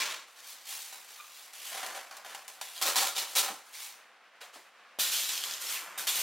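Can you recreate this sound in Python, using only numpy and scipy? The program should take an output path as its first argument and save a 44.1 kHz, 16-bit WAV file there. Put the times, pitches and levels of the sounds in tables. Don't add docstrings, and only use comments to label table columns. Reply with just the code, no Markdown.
import sys
import numpy as np
from scipy import signal
from scipy.fft import rfft, irfft
from scipy.io import wavfile
from scipy.ndimage import uniform_filter1d

SR = 44100
rng = np.random.default_rng(int(sys.argv[2]) if len(sys.argv) > 2 else 0)


def put_to_file(sound):
    columns = np.atleast_2d(sound).T
    safe = np.clip(columns, -1, 1)
    whole_steps = np.round(safe * 32767)
    wavfile.write(sys.argv[1], SR, whole_steps.astype(np.int16))


N = 274302
TAPS = 2048
BINS_HZ = np.fft.rfftfreq(TAPS, 1 / SR)


# start in seconds, rise in seconds, hold in seconds,
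# fade in dB/s, crinkle level in dB, top treble over the crinkle in dB, hollow body level in dB.
UNROLL_STROKES = [(0.0, 0.001, .022, 230, -31.5, -7, -38.5), (0.05, 0.0092, 0.068, 150, -40, -7.5, -44.5),
                  (0.27, .01, .05, 40, -61.5, -1.5, -69)]
DRAPE_STROKES = [(0.345, .05, .1, 11, -53.5, -4, -66), (0.43, 0.068, .025, 230, -49.5, -1, -62),
                 (0.65, 0.061, 0.023, 50, -42, -1, -52.5), (0.92, .012, 0.0082, 90, -55, 2, -56.5),
                 (1.075, 0.016, .08, 20, -53, -2, -61), (1.31, .06, 0.1, 270, -54, -1.5, -75)]
STRETCH_STROKES = [(1.531, .005, .05, 40, -52.5, 0, -61.5), (1.58, 0.094, .1, 50, -47.5, 1.5, -56.5),
                   (1.71, 0.048, 0.022, 85, -46, -7, -43), (1.825, 0.011, .04, 100, -48.5, -4, -43),
                   (1.94, 0.018, 0.014, 190, -47, -4, -43), (2.1, 0.02, 0.072, 210, -56.5, -4, -51),
                   (2.245, 0.0036, 0.13, 110, -52.5, -2.5, -50), (2.475, 0.0064, .01, 75, -55, 0.5, -57),
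                   (2.612, .015, .02, 65, -49, 0.5, -55.5), (2.73, .04, .02, 120, -50.5, 2, -56.5)]
TEAR_STROKES = [(2.812, 0.0084, .012, 300, -30.5, 3.5, -34), (2.85, 0.014, 0.021, 159, -30.5, 3, -32.5),
                (2.955, .004, .029, 260, -26.5, 2, -32), (3.0, .012, 0.024, 170, -32.5, 4, -34),
                (3.06, 0.0079, .012, 380, -34, 1.5, -42), (3.15, .038, .002, 300, -30.5, 1, -39.5),
                (3.21, 0.0087, 0.009, 230, -39, 2, -41.5), (3.28, 0.0092, 0.064, 100, -47, 3.5, -51.5),
                (3.351, .016, .028, 330, -26.5, 4.5, -35), (3.425, 0.011, 0.0092, 154, -36, 2, -37)]
LET_GO_STROKES = [(3.635, .035, .06, 150, -58.5, 4, -74), (3.72, .03, 0.092, 130, -45, 2, -61),
                  (3.78, 0.024, 0.071, 170, -45.5, 3.3, -60)]
PRESS_STROKES = [(4.986, 0.013, 0.011, 75, -29, -0.5, -45.5), (5.11, 0.019, 0.055, 48, -32.5, -1, -50),
                 (5.28, 0.011, 0.062, 65, -37.5, -3, -51), (5.43, 0.0086, 0.12, 190, -41, -3.5, -51),
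                 (5.595, 0.028, 0.04, 80, -40.5, -0.5, -50.5), (5.66, 0.061, 0.025, 144, -38.5, 2, -49.5),
                 (5.79, 0.027, 0.15, 60, -55, -21, -50.5), (5.975, .005, .02, 169, -37.5, 1, -45.5),
                 (6.068, 0.0046, .022, 170, -30, 0, -44), (6.125, 0.047, 0.037, 100, -33.5, 0.5, -46)]
# frequency in Hz, level in dB.
ROLL_SPECTRUM = [(35, -93), (60, -49), (338, -17.5), (636, -7.5), (749, -19), (822, -7), (968, -9),
                 (1090, -1), (1200, -6.5), (4120, -8.5), (16000, -20)]
SLACK_SPECTRUM = [(35, -83), (60, -56), (193, -34), (274, -26), (579, -12), (666, -15), (785, -3),
                  (1440, -8.5), (4420, -3.5), (14200, -8), (16000, -10)]
TAUT_SPECTRUM = [(35, -88), (60, -75), (222, -20.5), (274, -21), (749, -1.5), (924, -9.5), (1040, -2.5),
                 (1170, -6), (4750, -2.5), (14900, -7), (16000, -16)]
TEAR_SPECTRUM = [(35, -68), (60, -48), (294, -13), (417, -8.5), (566, -3), (666, -6), (749, -2.5),
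                 (1200, -2.5), (1310, 1), (1510, -4.5), (4030, 3), (11800, -3.5), (16000, -6.5)]
PRESS_SPECTRUM = [(35, -72), (60, -40.5), (156, -39.5), (189, -17.5), (268, -34.5), (294, -21),
                  (527, -14.5), (1380, -7.5), (2190, -7), (3190, 0), (11300, -3), (14900, -1.5),
                  (16000, -20.5)]
# centre in Hz, width in Hz, lift in dB.
BOX_MODES = [(203, 32, 3.5), (257, 24, 2), (570, 17, 6.5), (778, 55, 7), (1020, 106, 5.5), (1400, 40, 5.5),
             (2090, 80, -0.5), (2350, 130, 1.5), (3270, 770, 3), (4280, 630, 1.5)]

def plastic_wrap():
    out = np.zeros(N)
    add(out, *film(UNROLL_STROKES, ROLL_SPECTRUM, creases_per_s=4000, spread_db=2.5, clump_db=3,
                   box_share=0.58, crinkle_db=0.5, sparkle_db=-3, body_db=-0.5))
    add(out, *film(DRAPE_STROKES, SLACK_SPECTRUM, creases_per_s=7000, spread_db=2.5, clump_db=3.5,
                   box_share=0.31, crinkle_db=-0.5, sparkle_db=-1.5, body_db=-2.5))
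    add(out, *film(STRETCH_STROKES, TAUT_SPECTRUM, creases_per_s=6000, spread_db=0, clump_db=2.7,
                   box_share=0.56, crinkle_db=2.5, sparkle_db=-1, body_db=-0.5))
    add(out, *film(TEAR_STROKES, TEAR_SPECTRUM, creases_per_s=3300, spread_db=2, clump_db=2.5,
                   box_share=0.98, crinkle_db=0.5, sparkle_db=-7, body_db=-2))
    add(out, *film(LET_GO_STROKES, SLACK_SPECTRUM, creases_per_s=2900, spread_db=0, clump_db=-1.5,
                   box_share=0.28, crinkle_db=-2.5, sparkle_db=-8, body_db=-0.5))
    add(out, *film(PRESS_STROKES, PRESS_SPECTRUM, creases_per_s=5000, spread_db=1.5, clump_db=-0.5,
                   box_share=0.46, crinkle_db=0, sparkle_db=-2.5, body_db=1))
    return out


def film(strokes, spectrum, creases_per_s, spread_db, clump_db, box_share,
         crinkle_db, sparkle_db, body_db):
    start_s, rise_s, hold_s, fade_db_per_s, level_db, crisp_db, hollow_db = strokes_by_column(strokes)
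    end_s = np.max(start_s + rise_s + hold_s + 45 / fade_db_per_s)
    t = np.arange(start_s.min(), min(end_s, N / SR), 1 / SR)
    pull_db = hand_effort(t - start_s, rise_s, hold_s, fade_db_per_s)
    spectrum_db = curve(spectrum, BINS_HZ) + box_share * resonance_db(BOX_MODES)
    creases = buckling(len(t), spectrum_db, creases_per_s, spread_db, clump_db)
    creases *= signal.windows.tukey(len(t), 160 / len(t))
    body_curve_db = power_sum_db(0.91 * pull_db + hollow_db) + body_db
    crinkle_curve_db = power_sum_db(pull_db + level_db) + crinkle_db
    sparkle_curve_db = power_sum_db(1.11 * pull_db + level_db + crisp_db) + sparkle_db
    body = shaped_band(creases, body_curve_db, edges_hz=[45, 1650], core_hz=[300, 1600])
    crinkle = shaped_band(creases, crinkle_curve_db, edges_hz=[2000, 7200], core_hz=[2500, 6500])
    sparkle = shaped_band(creases, sparkle_curve_db, edges_hz=[7200, 20000], core_hz=[8000, 16000])
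    return t[0], body + crinkle + sparkle


def hand_effort(age_s, rise_s, hold_s, fade_db_per_s, swell_db=14, sag_db_per_s=12.5):
    onset_db = swell_db * (1 - np.clip(age_s / rise_s, 0, 1)) ** 2
    sag_db = sag_db_per_s * np.clip(age_s - rise_s, 0, hold_s)
    settle_db = fade_db_per_s * np.maximum(age_s - rise_s - hold_s, 0)
    return np.where(age_s < 0, -200, -onset_db - sag_db - settle_db)


def buckling(size, spectrum_db, creases_per_s, spread_db, clump_db, facet_db=4, turn_db=1.5, facets=20):
    neighbours_db = clump_db * drift(size, 170)
    out, power = np.zeros(size), np.zeros(size)
    for _ in range(facets):
        modes = [(1500 * 9 ** u, 350 + 1100 * u, facet_db * (0.5 + v)) for u, v in rng.random((3, 2))]
        crease_db = spread_db * np.minimum(rng.exponential(1, size), 4)
        crease_db += neighbours_db + turn_db * drift(size, 14.3)
        buckles = rng.random(size) < creases_per_s / facets / SR
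        clicks = gain_of(crease_db) * buckles * rng.choice([-1, 1], size)
        out += signal.oaconvolve(clicks, ring(spectrum_db + resonance_db(modes)))[:size]
        power += clicks ** 2
    local_power = uniform_filter1d(uniform_filter1d(power, size=700), size=500)
    return out / np.sqrt(abs(local_power) + 0.02 * power.mean())


# start in seconds, level in dB, resonance in Hz.
CREASE_SNAPS = [(0.058, -22.5, 4090), (0.121, -29, 3240), (0.1446, -29, 2720), (0.82, -25.5, 7990),
                (1.534, -34, 8790), (2.827, -15, 3680), (3.033, -14.5, 3750), (3.2835, -30, 3030),
                (3.3535, -16, 5300), (3.3907, -14.5, 3150), (5.136, -19, 4900), (5.2923, -14.5, 5100),
                (5.3778, -15, 3260), (5.4389, -14.5, 3180), (5.511, -19.5, 5070), (5.538, -19.5, 5300),
                (5.618, -25, 8250), (6.1557, -17, 3740)]

def crease_snaps(gain_db=1, width_hz=2300, lift_db=10):
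    out = np.zeros(N)
    for start_s, level_db, hz in CREASE_SNAPS:
        sheet = ring(curve(PRESS_SPECTRUM, BINS_HZ) + resonance_db([(hz, width_hz, lift_db)]))
        click = signal.fftconvolve(impact(chatter=0.067, decay_s=0.0028), sheet)
        add(out, start_s, at_peak(click, level_db + gain_db))
    return out


# start in seconds, length in seconds, level in dB,
# first pitch in Hz, last pitch in Hz, jitter as a fraction of pitch.
FILM_SQUEAKS = [(1.188, 0.028, -46, 1230, 1203, 0.07), (1.238, 0.0164, -52.5, 1230, 1200, 0.08),
                (2.748, 0.053, -47.5, 4000, 4100, 0.16), (3.743, 0.016, -45.5, 2150, 2150, 0.12),
                (5.657, 0.047, -44, 5400, 5400, 0), (5.673, 0.14, -41.5, 2970, 2256, 0.25),
                (6.072, .032, -34, 3600, 3600, 0.05)]

def film_squeaks(db_per_harmonic=-4, flutter_db=6.4):
    out = np.zeros(N)
    for start_s, length_s, level_db, first_hz, last_hz, jitter in FILM_SQUEAKS:
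        size = round(length_s * SR)
        pitch_hz = np.linspace(first_hz, last_hz, size) * (1 + jitter * drift(size, 1200))
        phase = 2 * np.pi * np.cumsum(pitch_hz) / SR
        tone = sum(gain_of(db_per_harmonic * k) * np.cos((k + 1) * phase) for k in range(3))
        slips = filtered(tone * gain_of(flutter_db * drift(size, 720)), [700, 6000], "band")
        add(out, start_s, gain_of(level_db) * unit_rms(slips) * signal.windows.tukey(size, 0.5))
    return out


# start in seconds, level in dB, treble tilt in dB/octave.
ROLL_KNOCKS = [(0.927, -33.5, 1), (1.83, -28, -4), (1.863, -26.5, 3), (2.111, -36, -3), (2.168, -33, 2.5),
               (2.246, -44, 5), (2.262, -38, -11), (2.348, -26.5, 0), (2.48, -28.5, 5.5),
               (2.613, -22.5, 0.5), (2.814, -21.5, 5.5), (3.486, -25.5, -9.5)]
# frequency in Hz, level in dB.
KNOCK_SPECTRUM = [(100, -47.5), (400, -12.5), (750, 2.5), (1700, -0.5), (3500, -2.5), (7000, -3.5),
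                  (16000, -14.5)]

def roll_knocks(gain_db=1):
    out = np.zeros(N)
    for start_s, level_db, tilt_db_per_octave in ROLL_KNOCKS:
        treble_db = tilt_db_per_octave * np.log2(1 + BINS_HZ / 3000)
        cardboard = ring(curve(KNOCK_SPECTRUM, BINS_HZ) + resonance_db(BOX_MODES) + treble_db)
        knock = signal.fftconvolve(impact(chatter=0.31, decay_s=0.0057), cardboard)
        add(out, start_s, at_peak(knock, level_db + gain_db))
    return out


# frequency in Hz, level in dB.
PAT_SPECTRUM = [(40, -30), (120, -19), (200, -3), (350, -1), (620, 7), (1200, -7), (4000, -31),
                (16000, -45)]

def melon_pat(start_s=4.988, level_db=-29):
    out = np.zeros(N)
    add(out, start_s, at_peak(ring(curve(PAT_SPECTRUM, BINS_HZ)), level_db))
    return out


# start in seconds, level in dB, rise in seconds,
# decay in seconds, high-pass in Hz, low-pass in Hz.
BOX_BUMPS = [(3.493, -42.5, 0.007, 0.029, 230, 750), (4.404, -43.5, 0.01, 0.046, 504, 2000),
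             (4.525, -50, 0.018, 0.068, 450, 4500), (4.556, -44, 0.002, 0.019, 367, 450)]

def box_bumps(box_share=0.2):
    out, t = np.zeros(N), np.arange(SR // 3) / SR
    cardboard = ring(box_share * resonance_db(BOX_MODES))
    for start_s, level_db, rise_s, decay_s, highpass_hz, lowpass_hz in BOX_BUMPS:
        body = filtered(cardboard, highpass_hz, "high", order=4)
        body = filtered(body, lowpass_hz, "low", order=1)
        envelope = np.minimum(t / rise_s, 1) * np.exp(-np.maximum(t - rise_s, 0) / decay_s)
        scuff = rng.standard_normal(len(t)) * envelope
        add(out, start_s, gain_of(level_db) * signal.fftconvolve(scuff, unit_energy(body)))
    return out


# frequency in Hz, T60 in seconds.
KITCHEN_T60 = [(200, 0.18), (1000, 0.52), (4000, 0.41), (9000, 0.44), (16000, 0.39)]

def echo_paths(early_db=-2, early_decay_s=0.012, tail_db=-6, tail_rise_s=0.0091):
    t = np.arange(SR // 2) / SR
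    shape = (2, 2, len(t))
    early, tail = rng.choice([-1., 1.], shape) * (rng.random(shape) < 4000 / SR)
    early = early * np.exp(-t / early_decay_s) * (t > 0.0004)
    early = filtered(early, 2600, "high", order=1)
    hz, frame_s, frames = signal.stft(tail * np.minimum(t / tail_rise_s, 1), SR, nperseg=256)
    decay = gain_of(-60 * frame_s / curve(KITCHEN_T60, hz)[:, None])
    tail = signal.istft(frames * decay, SR, nperseg=256)[1][:, :len(t)]
    return gain_of(early_db) * unit_energy(early) + gain_of(tail_db) * unit_energy(tail)


def kitchen(direct, gain_db=-1.92, spots=6):
    shares = np.array([drift(N, 45) for _ in range(spots)])
    shares /= np.linalg.norm(shares, axis=0)
    wet = sum(signal.oaconvolve((direct * share)[None], echo_paths(), axes=1)[:, :N] for share in shares)
    return gain_of(gain_db) * (direct + wet)


# frequency in Hz, level in dB.
ROOM_SPECTRUM = [(24, -92.5), (40, -62), (115, -28), (163, -29.5), (189, -16), (402, -13), (516, -4),
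                 (630, -6.5), (680, -1.5), (942, -4), (1070, -0.5), (1810, -1.5), (2570, -5),
                 (16000, -36.5)]
# frequency in Hz, side gain in dB.
ROOM_WIDTH = [(100, -7), (1000, -21.5), (2200, -24.5), (3500, -10.5), (6000, -5), (16000, 2)]

def room_noise(level_db=-59.5, waver_db=1.7):
    noise = narrowed(equalised(rng.standard_normal((2, N)), ROOM_SPECTRUM), ROOM_WIDTH)
    return gain_of(level_db + waver_db * drift(N, 25.03)) * unit_rms(noise)


def impact(chatter, decay_s):
    force = chatter * rng.standard_normal(TAPS) * np.exp(-np.arange(TAPS) / SR / decay_s)
    force[0] = 1
    return force


def ring(spectrum_db):
    cepstrum = irfft(np.log(gain_of(np.maximum(spectrum_db, spectrum_db.max() - 90))))
    cepstrum[1:TAPS // 2] *= 2
    cepstrum[TAPS // 2 + 1:] = 0
    return unit_energy(irfft(np.exp(rfft(cepstrum))))


def resonance_db(modes):
    return sum(db / (1 + (2 * (BINS_HZ - hz) / width_hz) ** 2) for hz, width_hz, db in modes)


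def shaped_band(x, curve_db, edges_hz, core_hz):
    core = filtered(filtered(x, edges_hz, "band"), core_hz, "band", order=6)
    return filtered(x * gain_of(curve_db), edges_hz, "band") / np.std(core)


def narrowed(pair, width):
    mid = pair.mean(0)
    side = equalised(pair[0] - mid, width)
    return np.array([mid + side, mid - side])


def drift(size, knots_per_s):
    return np.interp(np.arange(size) * knots_per_s / SR, np.arange(4000), rng.standard_normal(4000))


def curve(points, hz):
    knots_hz, values = np.transpose(points)
    return np.interp(np.log(hz + 1), np.log(knots_hz + 1), values)


def equalised(x, spectrum):
    return irfft(rfft(x) * gain_of(curve(spectrum, np.fft.rfftfreq(N, 1 / SR))), N)


def filtered(x, hz, kind, order=3):
    return signal.sosfilt(signal.butter(order, hz, kind, fs=SR, output="sos"), x)


def strokes_by_column(strokes):
    return np.transpose(strokes)[:, :, None]


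def add(mix, start_s, sound):
    part = mix[round(start_s * SR):][:len(sound)]
    part += sound[:len(part)]


def gain_of(db):
    return 10 ** (np.asarray(db) / 20)


def power_sum_db(levels_db):
    return 10 * np.log10(np.sum(gain_of(levels_db) ** 2, axis=0) + 1e-20)


def at_peak(x, db):
    return gain_of(db) * x / abs(x).max()


def unit_rms(x):
    return x / np.sqrt(np.mean(x ** 2) + 1e-20)


def unit_energy(x):
    return x / np.linalg.norm(x, axis=-1, keepdims=True)


# frequency in Hz, side gain in dB.
HANDLING_WIDTH = [(100, -17.5), (700, -6.5), (1500, -52), (3300, -29), (4500, -29), (6000, -4), (9000, -1),
                  (16000, -0.5)]

def scene():
    handling = plastic_wrap() + crease_snaps() + film_squeaks()
    handling += roll_knocks() + box_bumps() + melon_pat()
    return narrowed(kitchen(handling), HANDLING_WIDTH) + room_noise()


def record(dry):
    lowpass = signal.firwin(511, 16050, window=("kaiser", 9), fs=SR)
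    return signal.oaconvolve(dry, lowpass[None], "same")


dry = scene()
out = record(dry)
put_to_file(out)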